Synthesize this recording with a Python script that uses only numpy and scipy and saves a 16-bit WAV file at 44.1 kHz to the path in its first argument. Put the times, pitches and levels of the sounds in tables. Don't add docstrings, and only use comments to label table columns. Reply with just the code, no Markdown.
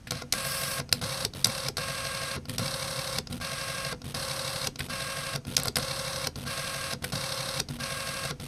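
import sys
import numpy as np
from scipy import signal
from scipy.fft import rfft, irfft
from scipy.io import wavfile
from scipy.ndimage import uniform_filter1d

SR = 44100
rng = np.random.default_rng(int(sys.argv[2]) if len(sys.argv) > 2 else 0)


def wav_record(signal):
    frames = np.transpose(np.atleast_2d(signal))
    bounded = np.clip(frames, -1, 1)
    quanta = np.round(bounded * 32767).astype(np.int16)
    wavfile.write(sys.argv[1], SR, quanta)


N = 373527

# pitch_hz [Hz], level_db [relative dB per Hz]
ROOM_COLOUR = [(12, -20.5), (20, 8.5), (294, -1), (367, -14), (1990, -22), (2850, -22.5), (3360, -26),
               (5850, -23.5), (6910, -23.5), (11100, -33), (15000, -46)]
ROOM_DB = -49.5

# start_s [s], peak_db [dB],
# treble_db [dB above peak], knock_db [case, dB], length_ms [ms], tilt_db [dB per octave]
LOOSE_BLOWS = [(0.0716, -29.5, -10, -33, 51, -14.5), (0.128, -36, -10, -24.5, 8, -6),
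               (0.9266, -2.5, -8.5, -19.5, 3.55, -3.5), (1.4704, -28, 11, -21, 2.8, 0),
               (2.4951, -22.5, -1.5, -34.5, 3.88, -9), (2.6798, -21, -17, -33.5, 3.8, -2),
               (3.3266, -26.5, -2, -31.5, 4, -9), (4.7906, -24, -4, -37, 8.4, -15),
               (4.8038, -18, -17.5, -28, 8, -16.5), (5.5506, -32, -0.5, -43.5, 2.7, 0),
               (5.5895, -28, 4, -28, 3, 0), (5.5994, -27, 6, -28, 3, 1.5), (5.6346, -32, 16, -28, 2.1, 0),
               (5.6562, -27, 5, -19.5, 2.5, 0), (5.6728, -27, 3, -22, 3.2, 4),
               (5.7673, -14, -2.5, -21, 5.4, -12), (5.7852, -28, 9, -20.5, 2.9, 0),
               (7.0413, -18, -6.5, -22, 8, -14), (8.252, -28, 2, -23.5, 2.3, 0)]
LOOSE_THUMP_DB = -35.5
# pitch_hz [Hz], level_db [relative dB per Hz]
CRACKLE_COLOUR = [(880, -55), (1500, -20.5), (2230, -16), (2920, -15.5), (3570, -9.5), (4910, -4),
                  (6880, -14), (7230, -6), (8150, -10.5), (13500, -18), (16200, -55)]
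SPIKE = 4.1
# pitch_hz [Hz], level_db [relative dB], t60_s [s]
CASE_MODES = [(494.4, -6.5, 0.12), (720, 6, 0.017), (1067, -1, 0.023), (1392, 2, 0.028), (2054, -7, 0.0279)]
# pitch_hz [Hz], level_db [relative dB], t60_s [s]
DESK_MODES = [(93.3, -4, 0.16), (134.6, 6.5, 0.16), (174, 2, 0.071), (237.6, -0.5, 0.1984)]

# start_s [s], stop_s [s], mark_s [s, pulley passes its mark], way [0 back, 1 out],
# rattle_db [dB], hiss_db [ribbon and paper, dB above rattle], hum_db [dB on gears, ping, whine and stop strain],
# lurch_db [case, dB], swell_db [hiss in mid-pass, dB], start_clack_db [dB], stop_clack_db [dB]
PASSES = [(0.108, 0.2214, 0.099, 1, -46.5, -10, -11, -35.5, 3.5, -16.5, -28),
          (0.3245, 0.8009, 0.563, 1, -39.5, -2, -0.5, -36.5, 2, -8.5, -25),
          (1.014, 1.249, 1.292, 0, -38, -5, -1, -36, -0.5, -28, -11.5),
          (1.4446, 1.6848, 1.5, 0, -39, -7, -1.5, -32.5, 2, -3.5, -17.5),
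          (1.7695, 2.364, 1.83, 1, -40, -5, 0.5, -42, 0, -19, -34),
          (2.582, 3.185, 2.662, 0, -38.5, -5.5, -0.5, -31.5, 0, -17, -15),
          (3.401, 3.927, 3.629, 1, -40.5, -6, -1, -50, 1.5, -40, -25.5),
          (4.143, 4.6713, 4.481, 0, -38, -5.5, -1.5, -40, 0, -35.5, -14),
          (4.886, 5.3599, 5.116, 1, -40.5, -5.5, -0.5, -50, 1, -40, -18),
          (5.5666, 5.682, 5.601, 0, -40.5, -7, -4, -37, -8.5, -7, -16),
          (5.7572, 6.2707, 5.914, 0, -38.5, -6.5, -0.5, -33.5, 0.5, -14.5, -15),
          (6.453, 6.934, 6.524, 1, -40, -4.5, -1, -42.5, 0.5, -41, -19),
          (7.1217, 7.6, 7.242, 0, -38, -5.5, -1, -35, -1, -28, -14.5),
          (7.788, 8.309, 7.852, 1, -40.5, -5.5, -1, -46, 1.5, -41, -24.5)]
# treble_db [dB above peak], knock_db [dB], thump_db [desk, dB], length_ms [ms], tilt_db [dB per octave]
START_VOICE = (-6, -27, -32.5, 4.5, 1.5)
REBOUND_VOICE = (-3.5, -20.5, -33, 4, -6)
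TICK_VOICE = (-15, -34, -38, 4, -1)
STOP_VOICES = [(-5.5, -23, -30.5, 4.47, 0), (-10, -23, -48, 3.62, 0)]
REBOUND_S, REBOUND_DB, REBOUND_SHARE = 0.0118, -16, 0.54
TICK_S, TICK_DB = (0.0868, 0.0908), (-27, -32.5)

# pitch_hz [Hz], level_db [relative dB per Hz]
RUMBLE_COLOUR = [(24, -43.5), (40, -16), (91, -7), (134, -0.5), (178, -2.5), (198, -8.5), (300, -15.5),
                 (390, -46), (660, -120)]
RUMBLE_DB, LURCH_S = -54.5, 0.024
STRAIN_DB, STRAIN_S = -39, 0.016

MESH_HZ, TEETH = 541.0, 90
# turn_part [0-1], bump_db [relative dB]
TIGHT_SPOTS = [
    [(0., 2), (.125, -5.5), (.31, -1.5), (.495, 2.5), (.62, -7.5), (.82, -2), (.91, -8.5)],
    [(.055, -6), (.23, -30), (.33, -0.5), (.435, -1), (.56, -11), (.735, -6), (.92, -1)],
]
# pitch_hz [Hz], level_db [relative dB per Hz]
RATTLE_COLOUR = [
    [(150, -27.5), (300, -18), (800, -9.5), (1300, -9), (2400, -14), (3000, -13.5), (4300, -7),
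     (5500, -9.5), (7000, -19), (9000, -50)],
    [(150, -28), (300, -15.5), (800, -6.5), (1300, -6.5), (2400, -7.5), (3000, -9.5), (4300, -5.5),
     (5500, -7.5), (7000, -16), (9000, -45)],
]
# pitch_hz [Hz], width_hz [Hz], back_db [dB], out_db [dB]
FRAME = [(630, 130, 2, 6.5), (870, 136, -1.5, -6), (1130, 60, 3.5, 5.5), (1579, 51, 5.5, 6.5),
         (2206, 44, 3.5, 4), (2360, 80, -3.5, 0.5), (2703, 104, 5, 4.5), (2860, 73, -6.5, -1),
         (3840, 92, 4.5, 2), (4048, 60, -10, -2.5), (4150, 79, 5.5, 4)]
# pitch_hz [Hz], share [0-1]
REPEATS = [(200, 1), (1500, 0.92), (3000, 0.63), (4000, 0.019)]
CREEP_S = 0.015
BRAKE_S, BRAKE_DB = 0.028, -9
BRAKE_SLOWING = 0.45
# pitch_hz [Hz], level_db [relative dB per Hz]
HISS_COLOUR = [(4350, -49), (7400, 3.5), (8120, 4), (8800, 1.5), (9960, 5), (13700, -8.5), (15500, -21.5)]

# order [multiple of the pulley turn], back_db [dB], out_db [dB], before hum_db; every 90th is a mesh tone
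GEARS = [(10, -58, -59), (14, -58, -59), (16, -61, -55), (18, -60, -60), (20, -52, -56), (22, -45, -51),
         (23, -56, -55), (24, -54, -53), (26, -51, -62), (28, -53, -54), (30, -59, -59), (39, -61, -60),
         (82, -61, -58), (84, -59, -58), (85, -53, -66), (90, -44.5, -48.5), (95, -53, -64),
         (104, -60, -62), (175, -57, -64), (180, -51, -48.5), (185, -57, -62), (190, -58, -60),
         (220, -55, -61), (264, -66, -56), (270, -58, -47.5), (360, -56, -54), (450, -59, -51),
         (720, -58, -61)]
THROB_AT, THROB_ORDERS = (0.98, 0.45), (20, 28)
SIDE_ORDERS = 5
# pitch_hz [Hz], turn_part [0-1], level_db [before hum_db], t60_s [s]
PINGS = [(2280.6, 0.95, -28.5, 0.046), (2195, 1, -34, 0.054)]
WHINE_HZ, WHINE_DB = 8413.0, -49.5
WHINE_LATE_S, WHINE_EARLY_S = 0.04, 0.015

# pitch_hz [Hz], level_db [relative dB per Hz]
RUB_COLOUR = [(2500, -30), (4000, -3), (5300, 6), (6300, -6), (8200, -4), (12500, -2), (14500, -5),
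              (16000, -20)]
RUB_S, RUB_DB, RUB_FADE_S = (0.44, 0.8), -38.5, 0.045

# [third step, dB]
FEEDS = [(.915, -47.5, -28), (1.347, -44, -30), (2.482, -44, -26.5), (3.299, -46, -27), (4.042, -45, -29),
         (4.786, -44.5, -29.5), (5.468, -44, -26), (6.362, -44.5, -28.5), (7.023, -45, -29.5),
         (7.688, -46, -29.5), (8.398, -45, -31)]
STEP_S, STEPS = 0.0108, 8
# pitch_hz [Hz], level_db [relative dB per Hz]
SLIDE_COLOUR = [(180, -51), (300, -5.5), (476, 0), (781, -12), (937, -9.5), (1780, -12), (3690, -8),
                (6250, -16.5), (9450, -12.5), (13600, -20), (15500, -33.5)]

# pitch_hz [Hz], t60_s [s]
ECHO_DECAY = [(200, 0.42), (1000, 0.14), (4000, 0.13), (12000, 0.1)]
NOTCH_HZ, EDGE_HZ = 7230, 16300


def amp(db):
    return 10 ** (np.asarray(db) / 20)


def evened(x):
    return x / np.sqrt(np.mean(x ** 2) + 1e-20)


def read(points, hz):
    f, value = np.transpose(points)
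    return np.interp(np.log(hz + 1), np.log(f + 1), value)


def add(mix, s, sound):
    part = mix[max(round(s * SR), 0):][:len(sound)]
    part += sound[:len(part)]


def noise(spectrum, count, share=lambda hz: 1, band=(0, SR)):
    hz = np.fft.rfftfreq(count, 1 / SR)
    gain = amp(read(spectrum, hz))
    inside = (hz >= band[0]) & (hz < band[1])
    gain /= np.sqrt(np.sum(gain[inside] ** 2) / len(hz))
    return irfft(rfft(rng.standard_normal(count)) * gain * np.sqrt(share(hz)), count)


def slow_wander(count, width):
    return evened(uniform_filter1d(rng.standard_normal(count), width))


def ramp(x):
    return np.clip(x, 0, 1)


def ring(modes):
    t = np.arange(SR // 4) / SR
    out = sum(amp(db - 60 * t / t60) * np.sin(2 * np.pi * hz * t) for hz, db, t60 in modes)
    return out / abs(out).max()


def room_tone():
    return amp(ROOM_DB) * noise(ROOM_COLOUR, N)


def blows():
    rows = [(s, db, treble_db, knock_db, LOOSE_THUMP_DB, ms, tilt)
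            for s, db, treble_db, knock_db, ms, tilt in LOOSE_BLOWS]
    for start, stop, _, way, *_, start_db, stop_db in PASSES:
        way = round(way)
        rebound_db = REBOUND_DB + REBOUND_SHARE * start_db
        rows += [(start, start_db, *START_VOICE),
                 (start + REBOUND_S, rebound_db, *REBOUND_VOICE),
                 (stop, stop_db, *STOP_VOICES[way])]
        if any(0 < feed[0] - stop < 0.14 for feed in FEEDS):
            rows += [(stop + TICK_S[way], TICK_DB[way], *TICK_VOICE)]
    return rows


def clacks():
    out, t = np.zeros(N), np.arange(4096) / SR
    knock, thump = ring(CASE_MODES), ring(DESK_MODES)
    hz = np.fft.rfftfreq(4096, 1 / SR)
    colour_db = read(CRACKLE_COLOUR, hz)
    for s, db, treble_db, knock_db, thump_db, ms, tilt in blows():
        u = t / (max(ms, 0.3) / 1000)
        sharp_start = np.minimum(t / 0.005, 0.3) * (u < 0.5) * (ms > 15)
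        shape = np.maximum(u ** 2.1, sharp_start) * np.exp(-4.2 * u)
        shape /= shape.max()
        grit = rng.standard_normal(len(t)) + SPIKE * (np.arange(len(t)) == shape.argmax())
        burst = rfft(grit * np.roll(shape, 44))
        tilt_db = tilt * np.log2(hz / 4000 + 0.082)
        low = irfft(burst * amp(colour_db + tilt_db) * (hz < NOTCH_HZ))
        high = irfft(burst * amp(colour_db) * (hz >= NOTCH_HZ))
        crackle = low / abs(low).max() + amp(treble_db) * high / abs(high).max()
        add(out, s - 0.002, amp(db) * crackle)
        add(out, s, amp(min(knock_db, db + 8.5)) * knock + amp(thump_db) * thump)
    return out


def case_rumble(t, start, stop, lurch_db, hum_db):
    u = (t - start) / LURCH_S
    lurch = amp(lurch_db) * u ** 2 * np.exp(2 - 2 * u)
    strain = amp(STRAIN_DB + hum_db) * np.exp(-((t - stop) / STRAIN_S) ** 2)
    return (amp(RUMBLE_DB) + lurch + strain) * noise(RUMBLE_COLOUR, len(t))


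def tight_pulse(turn, way):
    pulse = 0.599
    for at, db in TIGHT_SPOTS[way]:
        distance = (turn - at + 0.5) % 1 - 0.5
        pulse = pulse + amp(db) * np.exp(-(distance / 0.025) ** 2)
    return evened(pulse)


def rattle_colour(way):
    hz = np.arange(100, 10000, 20.0)
    bumps = sum(row[2 + way] * np.exp(-((hz - row[0]) / row[1]) ** 2) for row in FRAME)
    return np.transpose([hz, read(RATTLE_COLOUR[way], hz) + bumps])


def returning(hz):
    return np.clip(read(REPEATS, hz), 0, 1)


def rattle_loop(way):
    orders = [gear[0] for gear in GEARS]
    between = lambda hz: returning(hz) * ~np.isin(np.arange(len(hz)), orders)
    return noise(rattle_colour(way), round(SR * TEETH / MESH_HZ), between, band=(3000, 6000))


def belt_rattle(turn, pulse, way, loop):
    fresh = noise(rattle_colour(way), len(turn), lambda hz: 1 - returning(hz), band=(3000, 6000))
    same = loop[(turn % 1 * len(loop)).astype(int)]
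    teeth = 1 + 0.089 * np.cos(2 * np.pi * TEETH * turn)
    level_drift = amp(1.84 * slow_wander(len(turn), 60) - 0.37)
    return fresh * pulse * teeth * level_drift + same * pulse ** 0.34


def paper_hiss(t, start, stop, swell_db, pulse):
    swell = amp(swell_db * np.sin(np.pi * (t - start) / (stop - start)))
    return swell * noise(HISS_COLOUR, len(t), band=(8000, 13000)) * pulse ** 0.53 * (t <= stop)


def gear_phases():
    orders = np.array([gear[0] for gear in GEARS])
    low = (orders >= THROB_ORDERS[0]) & (orders <= THROB_ORDERS[1])
    phases = np.where(low, -np.outer(THROB_AT, orders), rng.random((2, len(GEARS))))
    mesh = np.round(orders / TEETH).astype(int)
    beside = orders - TEETH * mesh
    in_step = rng.random((2, mesh.max() + 1))[:, mesh] - np.outer(THROB_AT, beside)
    return np.where((mesh > 0) & (abs(beside) <= SIDE_ORDERS), in_step, phases)


def gear_hum(turn, late, pulse, way, phases):
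    hush_db = 900 * late
    hum = np.zeros(len(turn))
    for gear, phase in zip(GEARS, phases):
        level = amp(gear[1 + way] - hush_db * (gear[0] > TEETH))
        hum += level * np.sqrt(2) * np.sin(2 * np.pi * (gear[0] * turn + phase))
    hum *= 1 + 0.25 * (pulse - 1)
    hum *= amp(1.2 * slow_wander(len(turn), 900))
    return hum * amp(4.4 * np.minimum(late / 0.006, 1))


def pulley_ping(turn, way):
    hz, at, db, t60 = PINGS[way]
    since = (turn - at) % 1 * TEETH / MESH_HZ
    return amp(db - 60 * since / t60) * np.sin(2 * np.pi * hz * since) * (1 - np.exp(-since / 0.0037))


def driver_whine(t, start, stop):
    whine = amp(WHINE_DB) * np.sqrt(2) * np.sin(2 * np.pi * WHINE_HZ * t)
    return whine * ramp(np.minimum(t - start - WHINE_LATE_S, stop - WHINE_EARLY_S - t) / 0.011)


def head_pass(row, loops, phases):
    start, stop, mark, way, rattle_db, hiss_db, hum_db, lurch_db, swell_db, start_db, _ = row
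    way, t = round(way), np.arange(start, stop + BRAKE_S, 1 / SR)
    late = np.maximum(t - stop, 0)
    turn = (t - BRAKE_SLOWING * late ** 2 / (2 * BRAKE_S) - mark) * MESH_HZ / TEETH
    pulse = tight_pulse(turn, way)
    rattle_level = amp(rattle_db + BRAKE_DB * np.minimum(late / 0.0028, 1))
    rattle = rattle_level * belt_rattle(turn, pulse, way, loops[way])
    hiss = rattle_level * amp(hiss_db) * paper_hiss(t, start, stop, swell_db, pulse)
    rumble = case_rumble(t, start, stop, lurch_db, hum_db)
    tones = gear_hum(turn, late, pulse, way, phases[way]) + pulley_ping(turn, way)
    tones += driver_whine(t, start, stop)
    fade_in_s = CREEP_S if start_db < -36 else 0.0027
    edges = ramp(np.minimum((t - start) / fade_in_s, (t[-1] - t) / 0.015))
    running = ramp(np.minimum((t - start - 0.015) / 0.0065, (t[-1] - t) / 0.009))
    return edges * (rattle + hiss + rumble) + running * amp(hum_db) * tones


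def brake_jolt():
    jolt = amp(-28.5) * ring(DESK_MODES) + amp(-26) * ring(CASE_MODES)
    return jolt * (1 - np.exp(-np.arange(len(jolt)) / SR / 0.005))


def carriage():
    out, jolt = np.zeros(N), brake_jolt()
    loops, phases = [rattle_loop(way) for way in (0, 1)], gear_phases()
    for row in PASSES:
        add(out, row[0], head_pass(row, loops, phases))
        add(out, row[1] + 0.012, round(row[3]) * jolt)
    return out


def paper_rub():
    _, _, z = signal.stft(noise(RUB_COLOUR, SR // 2), SR, nperseg=512)
    across_pitch = uniform_filter1d(rng.standard_normal(z.shape), size=7, axis=0)
    patches = evened(uniform_filter1d(across_pitch, size=4, axis=1))
    rasp = evened(signal.istft(z * amp(4.5 * patches), SR, nperseg=512)[1])
    t, out = RUB_S[0] + np.arange(len(rasp)) / SR, np.zeros(N)
    fade = ramp(np.minimum(t - RUB_S[0], RUB_S[1] - t) / RUB_FADE_S)
    add(out, RUB_S[0], amp(RUB_DB) * rasp * fade)
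    return out


def line_feeds():
    slide, kicks = np.zeros(N), np.zeros(N)
    t = np.arange(round(1.47 * STEP_S * SR)) / SR
    puff = t / 0.00243 * np.exp(1 - t / 0.002662) + 0.15
    puff *= signal.windows.tukey(len(t), 0.2)
    for s, hiss_db, thump_db in FEEDS:
        for k in range(STEPS):
            jitter, hiss_chance, kick_chance = rng.standard_normal(3)
            at = s + STEP_S * (k + 0.099 * jitter)
            add(slide, at, amp(hiss_db + 0.76 * hiss_chance) * puff)
            kick_db = thump_db + 2.68 * kick_chance - 2.0 * abs(k - 2)
            add(kicks, at, amp(kick_db) * np.ones(1))
    body = ring(DESK_MODES) + amp(-10) * ring(CASE_MODES)
    return slide * noise(SLIDE_COLOUR, N, band=(500, 15000)) + signal.oaconvolve(kicks, body)[:N]


def echo(x):
    taps = np.zeros(SR // 2)
    at = np.arange(150, SR // 2 - 20, 20)
    taps[at + rng.integers(0, 20, len(at))] = rng.choice([-1.0, 1.0], len(at))
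    hz, t, z = signal.stft(taps, SR, nperseg=256)
    decay = amp(-60 * t / read(ECHO_DECAY, hz)[:, None])
    tail = signal.istft(z * decay, SR, nperseg=256)[1]
    return signal.fftconvolve(x, tail / np.linalg.norm(tail))[:N]


def scene():
    printer = clacks() + carriage() + paper_rub() + line_feeds()
    reflected = amp(-15) * echo(printer)
    return (printer + reflected + room_tone())[None]


def record(dry):
    coloured = signal.lfilter(*signal.iirnotch(NOTCH_HZ, 9.0, SR), dry)
    coloured = signal.sosfilt(signal.butter(2, 38, "high", fs=SR, output="sos"), coloured)
    coloured = signal.sosfilt(signal.butter(8, 15000, fs=SR, output="sos"), coloured)
    limit = signal.firwin(511, EDGE_HZ, window=("kaiser", 9), fs=SR)
    return signal.oaconvolve(coloured, limit[None], "same")


dry = scene()
out = record(dry)
wav_record(out)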